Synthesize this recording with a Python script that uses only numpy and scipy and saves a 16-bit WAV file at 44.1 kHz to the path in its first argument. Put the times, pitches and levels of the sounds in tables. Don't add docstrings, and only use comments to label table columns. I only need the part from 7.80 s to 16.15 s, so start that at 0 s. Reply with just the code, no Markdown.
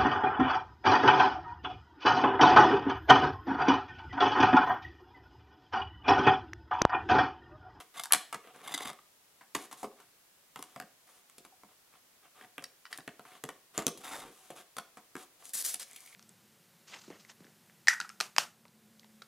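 import sys
import numpy as np
from scipy import signal
from scipy.fft import rfft, irfft
from scipy.io import wavfile
from scipy.ndimage import uniform_filter1d

SR = 44100
rng = np.random.default_rng(int(sys.argv[2]) if len(sys.argv) > 2 else 0)


def materialize(psi):
    bounded = np.clip(np.atleast_2d(psi).T, -1, 1)
    quanta = np.round(bounded * 32767).astype(np.int16)
    wavfile.write(sys.argv[1], SR, quanta)


N = 368235

# (time [s], length [s], scrape level [dB], hiss level over the scrape [dB])
RUB_STROKES = [(0, 0.0033, -37, -6), (0.137, 0.073, -50, -6.5), (0.2, 0.051, -66, 6),
               (0.631, 0.081, -58, -17), (0.733, 0.081, -59.5, -10), (0.826, 0.27, -51.5, -9.5),
               (1.757, 0.1, -54.5, 0.5), (1.964, 0.092, -60.5, 3.5), (2.163, 0.077, -66, -9.5),
               (2.762, 0.063, -63, 0), (2.845, 0.14, -67, -2.5), (3.264, .13, -67.5, 1),
               (3.878, 0.053, -66, -15.5), (4.118, 0.049, -64.5, -11), (4.424, 0.04, -63, -27),
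               (4.544, 0.11, -60, -8), (5.102, 0.06, -54.5, -4), (5.448, 0.13, -58, -7.5),
               (5.937, 0.061, -51, -6), (6.203, 0.011, -51, -1), (6.229, 0.17, -56.5, 4.5),
               (6.391, 0.11, -58, -4.5), (6.507, 0.23, -65, 1), (6.753, 0.06, -53, -4),
               (7.37, 0.065, -54.5, -1), (7.591, 0.047, -63.5, -0.5), (7.636, 0.07, -66, 12),
               (8.053, 0.33, -71, 10)]
# (time [s], length [s], level [dB], treble shelf [dB])
TRAY_SLIDES = [(0.837, 0.016, -50, -12), (0.892, 0.032, -48, -9.5), (1.003, .034, -45.5, -14.5),
               (1.048, .056, -49, -14.5), (6.232, 0.059, -50.5, -7), (6.308, 0.05, -46, -10),
               (6.371, 0.072, -54, -16.5)]
# (frequency [Hz], relative level [dB])
FILM_TONE = [(120, -72), (200, -21.5), (509, -13), (899, -17), (1140, -12.5), (1500, -10.5), (1810, -7.5),
             (2510, -11.5), (4430, -4.5), (9930, 0), (14900, -9.5), (16000, -25)]


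def amp(db):
    return 10 ** (np.asarray(db) / 20)


def unit(x):
    return x / np.sqrt(np.mean(x ** 2) + 1e-20)


def read(points, hz):
    f, value = np.transpose(points)
    return np.interp(np.log(hz + 1), np.log(f), value)


def add(mix, s, sound):
    part = mix[max(round(s * SR), 0):][:len(sound)]
    part += sound[:len(part)]


def colour(x, points):
    log_gain = np.log(amp(read(points, abs(np.fft.fftfreq(2048, 1 / SR)))))
    taps = np.fft.ifft(np.exp(np.conj(signal.hilbert(log_gain)))).real
    return signal.oaconvolve(x, taps)[:len(x)]


def treble(x, db, corner_hz=4000):
    highs = signal.lfilter(*signal.butter(1, corner_hz, "high", fs=SR), x)
    return x + (amp(db) - 1) * highs


def ring(x, hz, width):
    return signal.lfilter(*signal.iirpeak(hz, hz / width, SR), x)


def glide(x, hz, width_hz):
    turn = np.exp(2j * np.pi * np.cumsum(hz) / SR)
    r = np.exp(-np.pi * width_hz / SR)
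    once = signal.lfilter([1 - r], [1, -r], x / turn)
    twice = signal.lfilter([1 - r], [1, -r], once)
    return (turn * twice).real


def friction(per_s, spread_db, smooth, chatter_db):
    size = amp(abs(spread_db) * np.minimum(rng.exponential(1, N), 4))
    catches = size * rng.choice([-1, 1], N) * (rng.random(N) < per_s / SR)
    chatter = unit(uniform_filter1d(uniform_filter1d(rng.standard_normal(N), size=200), size=130))
    return (unit(catches) + smooth * rng.standard_normal(N)) * amp(chatter_db * chatter)


def strokes(rows, attack_s, release_s, arch_db):
    out, t = np.zeros(N), np.arange(SR // 2) / SR
    for s, length, db in rows:
        arch = np.sin(np.pi * np.minimum(t / length, 1)) - 2 / np.pi
        grip = np.minimum(t / attack_s, 1) * np.exp(-np.maximum(t - length, 0) / release_s)
        add(out, s, amp(db + arch_db * arch) * grip)
    return out


def shell(x, ring_db=0, bend=0):
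    # (frequency [Hz], width [Hz], level over the push before ring_db [dB])
    bending_modes = [(384.6, 35, -8.5), (745, 31, 3.5), (1197, 110, -0.5), (1996, 58.3, -16),
                     (3360, 1200, -1.5), (9940, 2600, -1.5)]
    out = x
    for hz, width, db in bending_modes:
        shift = 1 + bend * rng.uniform(-1.6, 1)
        out = out + amp(db + ring_db) * ring(x, hz * shift, width)
    return out


def snaps(rows, flex_s=0.0091, knock_s=0.00182, jolt=1.7, spikes_db=-1.0):
    # (low edge [Hz], high edge [Hz])
    bands = [(45, 560), (850, 2500), (2500, 8000), (8000, 13000)]
    # (crack level over the strength [dB], frequency [Hz])
    crease_map = [(-17, 6900), (-9, 2600), (-5, 8500), (-1.5, 9100), (-9.5, 9900)]
    # (frequency [Hz], level [dB])
    radiation = [(90, -9), (150, -1.5), (260, 5), (2100, -2), (2600, -5.5), (3300, -2), (11500, 1),
                 (16000, 6)]
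    wall_db, wall_width_hz = 5, 260
    crease_db, crease_width_hz = 7, 900
    fizz_db, fizz_growth = -1, 0.15
    out, t = np.zeros(N), np.arange(3072) / SR
    filters = [signal.butter(3, band, "band", fs=SR, output="sos") for band in bands]
    for s, strength, thump, crack, decay, wall_hz in rows:
        fizz = crack * (1 + fizz_growth) + fizz_db
        levels = strength + np.array([thump, 0, crack, fizz])
        crease_hz = np.interp(crack, *np.transpose(crease_map))
        decay = max(decay, 2e-4)
        flutter = unit(rng.choice([-1, 1], len(t)) * amp(spikes_db * rng.standard_normal(len(t))))
        for sos, db, settle in zip(filters, levels, (flex_s, knock_s, 0, 0)):
            push = flutter * np.exp(-t / (decay + settle))
            push[0] = jolt * np.sqrt(1 + settle * SR / 10)
            wall = amp(wall_db) * ring(push, wall_hz, wall_width_hz)
            crease = amp(crease_db) * ring(push, crease_hz, crease_width_hz)
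            body = shell(push, ring_db=1.0, bend=0.068) + wall + crease
            sound = unit(signal.sosfilt(sos, colour(body, radiation)))
            add(out, s, amp(db) * sound * np.sqrt(.01 / t[-1]))
    return out


def crinkles(moves, per_s, level_db):
    spread_db, thump_db, crack_db, decay_s = 2, -9, -14, 0.0018
    rows = []
    for start, length, db, _ in moves:
        for when, size, wall in rng.random((rng.poisson(abs(per_s * length)), 3)):
            strength = db + level_db + spread_db * (2 * size - 1)
            wall_hz = np.interp(wall, [0, 1], (778, 2100))
            rows.append((start + when * length, strength, thump_db, crack_db, decay_s, wall_hz))
    return rows


def pops(decay_s=0.00085, rise_s=0.00029, unsteady=0.039):
    # (time [s], level before the rise and decay [dB], frequency [Hz])
    dome_pings = [(0.3226, -1, 10730), (0.333, -13, 10480), (5.9781, -13, 6950), (6.0667, -9, 6330),
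                  (7.9436, -16.5, 9900)]
    out, t = np.zeros(N), np.arange(1024) / SR
    for s, db, hz in dome_pings:
        wander = unit(uniform_filter1d(rng.standard_normal(len(t)), size=16))
        turns = np.cumsum(hz * (1 + unsteady * wander)) / SR
        envelope = np.exp(-t / decay_s) * (1 - np.exp(-t / rise_s))
        add(out, s, amp(db) * np.sin(2 * np.pi * turns) * envelope)
    return out


def thuds(decay_s=0.0069, rise_s=0.0011, sag=0.13):
    # (time [s], level before the rise and decay [dB], middle of the sagging note [Hz])
    soft_blows = [(.551, -39.5, 460), (.648, -50, 455), (.739, -52, 500), (.944, -36, 308),
                  (1.055, -47, 244), (2.041, -37, 406), (2.963, -49, 725), (3.002, -38.5, 750),
                  (3.603, -55.5, 378), (3.724, -52, 780), (5.982, -29, 340), (6.079, -29, 368),
                  (6.706, -39, 363), (7.354, -38.5, 353)]
    out, t = np.zeros(N), np.arange(4096) / SR
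    for s, db, hz in soft_blows:
        fade = np.exp(-t / decay_s)
        turns = np.cumsum(hz * (1 + sag * (fade - .5))) / SR
        add(out, s, amp(db) * np.sin(2 * np.pi * turns) * fade * (1 - np.exp(-t / rise_s)))
    return out


def slips(jitter=0.25, overtone=0.49, low_hz=1000, high_hz=11000):
    # (time [s], length [s], level as rms over that length [dB])
    squeaks = [(0.171, 0.016, -43.5), (0.195, 0.0054, -34), (0.849, 0.0022, -52), (0.875, 0.0082, -39),
               (0.892, 0.0066, -53), (0.919, 0.013, -44.5), (0.94, 0.011, -31.5), (0.961, .002, -47),
               (0.977, 0.0043, -34), (0.987, 0.0014, -35.5), (1.004, 0.0054, -43.5), (1.021, 0.004, -41.5),
               (1.028, 0.0078, -44), (1.048, 0.011, -44.5), (1.072, 0.004, -38.5), (1.092, 0.0033, -45.5),
               (1.1, 0.0034, -45)]
    slip_hz, double_rate_db, rate_power = 1092, -30, 3.8
    out, t = np.zeros(N), np.arange(2048) / SR
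    sos = signal.butter(2, [low_hz, high_hz], "band", fs=SR, output="sos")
    for s, length, db in squeaks:
        rate = slip_hz * (1 + amp(db - double_rate_db) ** rate_power)
        wander, noise = rng.standard_normal((2, len(t)))
        turns = np.cumsum(rate * (1 + jitter * unit(uniform_filter1d(wander, size=12)))) / SR
        releases = sum(overtone ** k * np.cos(2 * np.pi * (k + 1) * turns) for k in range(4))
        grit = 2 * noise * np.exp(-2 * (turns % 1))
        gate = np.exp(-np.maximum(t - length, 0) / 0.00044) * np.minimum(t / 0.00039, 1)
        sound = sleeve(signal.sosfilt(sos, gate * (releases + grit)))
        add(out, s, amp(db) * sound * np.sqrt(length * SR / np.sum(sound ** 2)))
    return out


def rubs(scrape_db=-2.5, hiss_db=-2):
    # (frequency [Hz], relative level [dB])
    scrape_tone = [(80, -15), (170, 0), (350, 7), (750, 7.5), (1500, 8), (2700, 1), (3600, -4.5),
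                   (5500, -17.5), (9000, -29.5)]
    hiss_tone = [(1000, -37), (2200, -20), (4000, 6), (6500, 13), (9000, 8.5), (10700, 6.5), (12500, 6.5),
                 (16000, -8)]
    press = dict(attack_s=0.011, release_s=0.0085, arch_db=1.5)
    drive = shell(friction(per_s=1800, spread_db=2.5, smooth=1.0, chatter_db=1.0), ring_db=4.5)
    scrape = strokes([row[:3] for row in RUB_STROKES], **press)
    hiss = strokes([(s, length, db + over) for s, length, db, over in RUB_STROKES], **press)
    low_layer = amp(scrape_db) * scrape * unit(colour(drive, scrape_tone))
    high_layer = amp(hiss_db) * hiss * unit(colour(drive, hiss_tone))
    return low_layer + high_layer


def drag(width_hz=330, upper_ratio=2.2, upper_width_hz=900):
    # (time [s], frequency [Hz], level of the lower note [dB])
    sinking_note = [(6.235, 1298, -60.5), (6.295, 1100, -59.5), (6.35, 750, -49.5), (6.44, 450, -59.5),
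                    (6.5, 380.4, -56.5), (6.55, 328.7, -80)]
    t, (s, hz, db) = np.arange(N) / SR, np.transpose(sinking_note)
    catches = friction(per_s=380, spread_db=2.5, smooth=0.25, chatter_db=2)
    pitch = np.interp(t, s, hz)
    lower = unit(glide(catches, pitch, width_hz))
    upper = unit(glide(catches, pitch * upper_ratio, upper_width_hz))
    gain = amp(np.interp(t, s, db, left=-120, right=-120))
    return uniform_filter1d(gain, size=400) * (lower + pitch / hz.max() * upper)


def film(level_db=-1):
    # (time [s], length [s], level before level_db [dB], treble shelf [dB])
    film_pulls = [(7.734, 0.028, -35.5, 2.5), (7.77, 0.047, -36.5, 3), (7.84, 0.014, -40.5, 0),
                  (7.847, 0.048, -37.5, 3), (7.894, 0.044, -42.5, 2), (7.995, 0.037, -44, -10)]
    grain = colour(friction(per_s=3500, spread_db=1.5, smooth=0.46, chatter_db=0.9), FILM_TONE)
    out = np.zeros(N)
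    for s, length, db, bright in film_pulls:
        pull = strokes([(s, length, db)], attack_s=0.0016, release_s=0.0054, arch_db=0)
        out += pull * unit(treble(grain, bright))
    return amp(level_db) * out


def crackles(decay_s=0.00037):
    # (time [s], peak level [dB])
    crease_flips = [(7.655, -31.5), (7.694, -32.5), (7.738, -28), (7.784, -33), (7.825, -23), (7.8545, -26),
                    (7.8625, -20), (7.864, -26), (7.942, -21), (7.999, -28), (8.113, -36), (8.2058, -35),
                    (8.263, -39)]
    out, t = np.zeros(N), np.arange(512) / SR
    for s, db in crease_flips:
        burst = colour(rng.standard_normal(len(t)) * np.exp(-t / decay_s), FILM_TONE)
        add(out, s, amp(db) * burst / abs(burst).max())
    return out


def rasp(width_hz=450, upper_ratio=1.3, upper_width_hz=1800, upper_db=-4):
    # (time [s], frequency [Hz], level of the lower note [dB])
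    scrape_path = [(8.06, 2180, -70), (8.16, 2350, -62), (8.25, 2200, -68), (8.31, 2380, -63.5),
                   (8.35, 2150, -59)]
    t, (s, hz, db) = np.arange(N) / SR, np.transpose(scrape_path)
    catches = friction(per_s=260, spread_db=3, smooth=.4, chatter_db=3)
    pitch = np.interp(t, s, hz)
    lower = unit(glide(catches, pitch, width_hz))
    upper = unit(glide(catches, pitch * upper_ratio, upper_width_hz))
    return amp(np.interp(t, s, db, left=-120)) * (lower + amp(upper_db) * upper)


def sleeve(x, push_db=-14, squeeze=.05):
    # (frequency before detuning [Hz], width [Hz], level [dB])
    sleeve_modes = [(310, 103.7, -17), (750, 135, 5.5), (1128, 68, 1), (2050, 46, 6.5), (3566, 250, 6.5),
                    (4900, 240, -3), (6220, 390, -4), (7500, 340, -2.5), (9500, 1990, -3),
                    (12200, 600, -9.5)]
    out = amp(push_db) * x
    for hz, width, db in sleeve_modes:
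        shift = 1 + squeeze * rng.uniform(-0.68, 1)
        out = out + amp(db) * ring(x, hz * shift, width)
    return out


def slides(attack_s=0.016, release_s=0.0055, arch_db=5.0):
    grain = sleeve(friction(per_s=700, spread_db=3, smooth=.35, chatter_db=1.5))
    out = np.zeros(N)
    for s, length, db, bright in TRAY_SLIDES:
        out += strokes([(s, length, db)], attack_s, release_s, arch_db) * unit(treble(grain, bright))
    return out


def ticks(contact_db=19, skid=0.23, grip_shift=0.026, low_hz=1300, high_hz=8500):
    # (time [s], level as rms over 10 ms [dB], treble shelf [dB], scrape decay [s])
    contacts = [(4.8406, -41.5, 29, 0.0025), (5.0542, -49, -18.5, 0.0016), (5.063, -54, -4, 0.0068),
                (5.1283, -39.5, 2.5, 0.0026), (5.1372, -51, -17, 0.00089), (5.144, -53, 0, .003),
                (5.205, -56, -12, 0.0018)]
    # (frequency before the grip [Hz], level [dB], t60 [s])
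    wagon_modes = [(1630, -12, 0.023), (1940, 1.5, 0.016), (2310, -10.5, 0.017), (3080, -7, 0.013),
                   (3960, -7.5, 0.013), (4840, -3.5, 0.0095), (5510, -2, 0.0096), (6760, -10.5, 0.0071)]
    out, t = np.zeros(N), np.arange(3072) / SR
    sos = signal.butter(2, [low_hz, high_hz], "band", fs=SR, output="sos")
    for s, db, bright, scrape_s in contacts:
        body = np.zeros(len(t))
        for hz, mode_db, t60 in wagon_modes:
            shift = 1 + grip_shift * rng.uniform(-1.2, 1)
            fade = np.exp(-np.log(1000) * t / t60)
            body += amp(mode_db) * fade * np.sin(2 * np.pi * hz * shift * t)
        body[0] += amp(contact_db)
        push = skid * rng.standard_normal(len(t)) * np.exp(-t / scrape_s)
        push[0] = 1
        struck = signal.fftconvolve(push, body)[:len(t)]
        sound = unit(signal.sosfilt(sos, treble(struck, bright)))
        add(out, s, amp(db) * sound * np.sqrt(.01 / t[-1]))
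    return out


def room(x, wet_db=-6, build_s=0.0028, scatter_s=0.0012):
    # (frequency [Hz], t60 [s])
    decay_times = [(150, 0.085), (400, 0.46), (1000, 0.34), (3000, 0.38), (7000, 0.32), (15000, 0.22)]
    # (frequency [Hz], relative level [dB])
    tail_tone = [(80, -1), (160, 8.5), (300, 0), (1200, -5.5), (3000, -4.5), (8000, -6), (16000, -7.5)]
    # (delay [s], level [dB])
    reflections = [(.0068, -24), (0.0125, -12.5), (0.0214, -19)]
    t = np.arange(SR // 2) / SR
    hz, times, z = signal.stft(rng.standard_normal(len(t)), SR, nperseg=256)
    z *= amp(-60 * times / read(decay_times, hz)[:, None])
    tail = signal.istft(z, SR, nperseg=256)[1][:len(t)] * (1 - np.exp(-(t / build_s) ** 2))
    response = amp(wet_db) * colour(tail / np.linalg.norm(tail), tail_tone)
    for s, db in reflections:
        scatter = rng.standard_normal(len(t)) * np.exp(-t / scatter_s)
        add(response, s, amp(db) * scatter / np.linalg.norm(scatter))
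    return signal.fftconvolve(x, response)[:N]


def air(level_db=-64):
    # (frequency [Hz], relative level [dB])
    air_tone = [(25, -13.5), (70, -16), (115, -7), (170, -8), (560, -5.5), (4200, -9), (13000, -10),
                (16000, -13.5)]
    # (frequency [Hz], share [0-1])
    likeness = [(40, 0.76), (120, 1), (300, 0.407), (900, 0.41), (3000, 0.07)]
    hz = np.fft.rfftfreq(N, 1 / SR)
    left, other = rfft(rng.standard_normal((2, N))) * amp(read(air_tone, hz))
    alike = np.clip(read(likeness, hz), -1, 1)
    right = alike * left + np.sqrt(1 - alike ** 2) * other
    return amp(level_db) * unit(irfft(np.array([left, right]), N))


def scene(side_db=0, room_side_db=-1.0, close_db=-3.5):
    # (time [s], strength as rms over 10 ms [dB], panel thump over the strength [dB],
    # crack over the strength [dB], decay before the panel settling [s], ring of the struck wall [Hz])
    shell_snaps = [(.2362, -47, -32, 6, 0.005, 1606), (.2567, -45, -34, -2.5, 0.0015, 1490),
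                   (.3075, -36, -26, -16.5, 0.042, 1620), (.3229, -31, -22, 5.5, 0.0016, 2200),
                   (.3339, -27, -28, 4.5, 0.0034, 2200), (.3475, -32.5, -14, -5.5, 0.0032, 2080),
                   (.5271, -37, -18, -8.5, 0.0056, 1220), (.5447, -39, -11.5, -5.5, 0.0045, 1860),
                   (.673, -59, 2, -9.5, 0.0031, 616), (.7615, -61, 3.5, -3.5, .001, 625),
                   (.816, -58, -2, -7.5, 0.0019, 1120), (1.007, -44, -6, -11.5, 0.0017, 1960),
                   (1.056, -43, -8, -10, 0.0014, 800), (1.1, -46, -8, -5, .002, 720),
                   (1.131, -56.5, -20, -2, 0.0022, 1240), (1.1888, -55.5, -23.5, -26, 0.0021, 1237),
                   (1.6105, -53, -16, -13, 0.012, 1650), (1.7491, -36, -10, -1, 0.0071, 1980),
                   (1.7519, -35, -3, -5, 0.0021, 1765), (1.9128, -49.5, -11, -2, 0.025, 1160),
                   (1.9273, -50.5, -8, 0, 0.0042, 1120), (2.0305, -46.5, 8, -4.5, 0.0065, 980),
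                   (2.0436, -43, -3, -13, 0.0042, 1220), (2.2009, -59, -13, -3, 0.0095, 1310),
                   (2.7595, -44, -11, -10, 0.0022, 780), (2.7912, -52, 2.5, -3.5, 0.003, 1010),
                   (2.8254, -49, -15, 4.5, 0.0023, 1390), (2.9611, -47, -2.5, -9, 0.002, 730),
                   (3.0, -43.5, -9, -5.5, 0.0014, 1620), (3.0229, -51.5, -2, -13, 0.002, 1850),
                   (3.498, -64.5, -12, 2.5, 0.0012, 2240), (3.582, -63, 4, 8.5, 0.0045, 2410),
                   (3.6497, -56, -4.5, -2.5, 0.0041, 1050), (3.8346, -57, -1, -12.5, 0.0018, 1136),
                   (4.611, -53, -6.5, -13.5, 0.0033, 1850), (4.781, -42, -7.5, -9.5, 0.0014, 1130),
                   (4.8239, -55.5, 0, -3.5, 0.0029, 730), (5.1755, -66.5, -11, 16.5, 0.0011, 1660),
                   (5.186, -49, -3, -10, 0.0018, 1800), (5.2772, -42.5, -3.5, -10, 0.0018, 1860),
                   (5.3948, -51.5, -1.5, -11.5, 0.0011, 1500), (5.6385, -43, 1, -2, 0.0022, 593),
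                   (5.6896, -42, -7.5, -7, 0.0026, 1800), (5.9783, -40.5, 4.5, 2, 0.0011, 1215),
                   (5.9849, -37, -2, -6.5, 0.018, 1310), (6.022, -46.5, -19, -6, .003, 1180),
                   (6.0672, -41.5, 8, 9.5, 0.0016, 1370), (6.0798, -42, -10, -1, 0.0055, 1210),
                   (6.1742, -62.5, 7, 10, 0.011, 1820), (6.336, -52, -24, -9, 0.0029, 1491),
                   (6.364, -50, -13, -4, 0.0025, 1400), (6.7029, -50.5, 2.5, -4, 0.0079, 640),
                   (6.9672, -46, -6, -2, 0.0026, 1240), (6.9837, -38.5, -12, -5, 0.0032, 1280),
                   (7.1709, -51, -4, -7.5, 0.011, 1210), (7.354, -44, -2, -11, 0.0014, 1630),
                   (7.365, -47.5, -37, -6, 0.0035, 1440), (7.944, -52, -11, 11.5, 0.0023, 1760),
                   (8.1323, -70.5, 1, 13, 0.00084, 2380), (8.161, -65.5, -12, 14.5, 0.0042, 2420)]
    # (frequency [Hz], level [dB])
    side_tone = [(40, -10.5), (150, -27.5), (600, -32.5), (1500, -21), (3000, -17.5), (6000, -9),
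                 (10000, -3.5), (14000, -1.5)]
    # (frequency [Hz], share [0-1])
    left_share = [(1800, 0.049), (4000, 0), (8500, 0.505), (12000, 0)]
    rub_crinkles = crinkles(RUB_STROKES, per_s=15, level_db=-0.5)
    slide_crinkles = crinkles(TRAY_SLIDES, per_s=70, level_db=-4.5)
    shell_sounds = snaps(shell_snaps) + snaps(rub_crinkles + slide_crinkles) + thuds() + rubs() + drag()
    open_sounds = shell_sounds + film() + crackles() + rasp()
    close_sounds = pops() + slips() + slides() + ticks()
    near = open_sounds + close_sounds
    sent = open_sounds + amp(close_db) * close_sounds
    mid = near + room(sent)
    across = amp(side_db) * near + amp(room_side_db) * room(sent)
    hz = np.fft.rfftfreq(N, 1 / SR)
    turn = np.exp(-1j * np.arccos(np.clip(read(left_share, hz), -1, 1)))
    side = irfft(rfft(across) * amp(read(side_tone, hz)) * turn, N)
    return np.array([mid + side, mid - side]) + air()


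def record(dry):
    cutoff_hz = 16100
    lowpass = signal.firwin(255, cutoff_hz, window=("kaiser", 9), fs=SR)
    return signal.oaconvolve(np.clip(dry, -.92, .92), lowpass[None], "same")


dry = scene()
out = record(dry)
materialize(out)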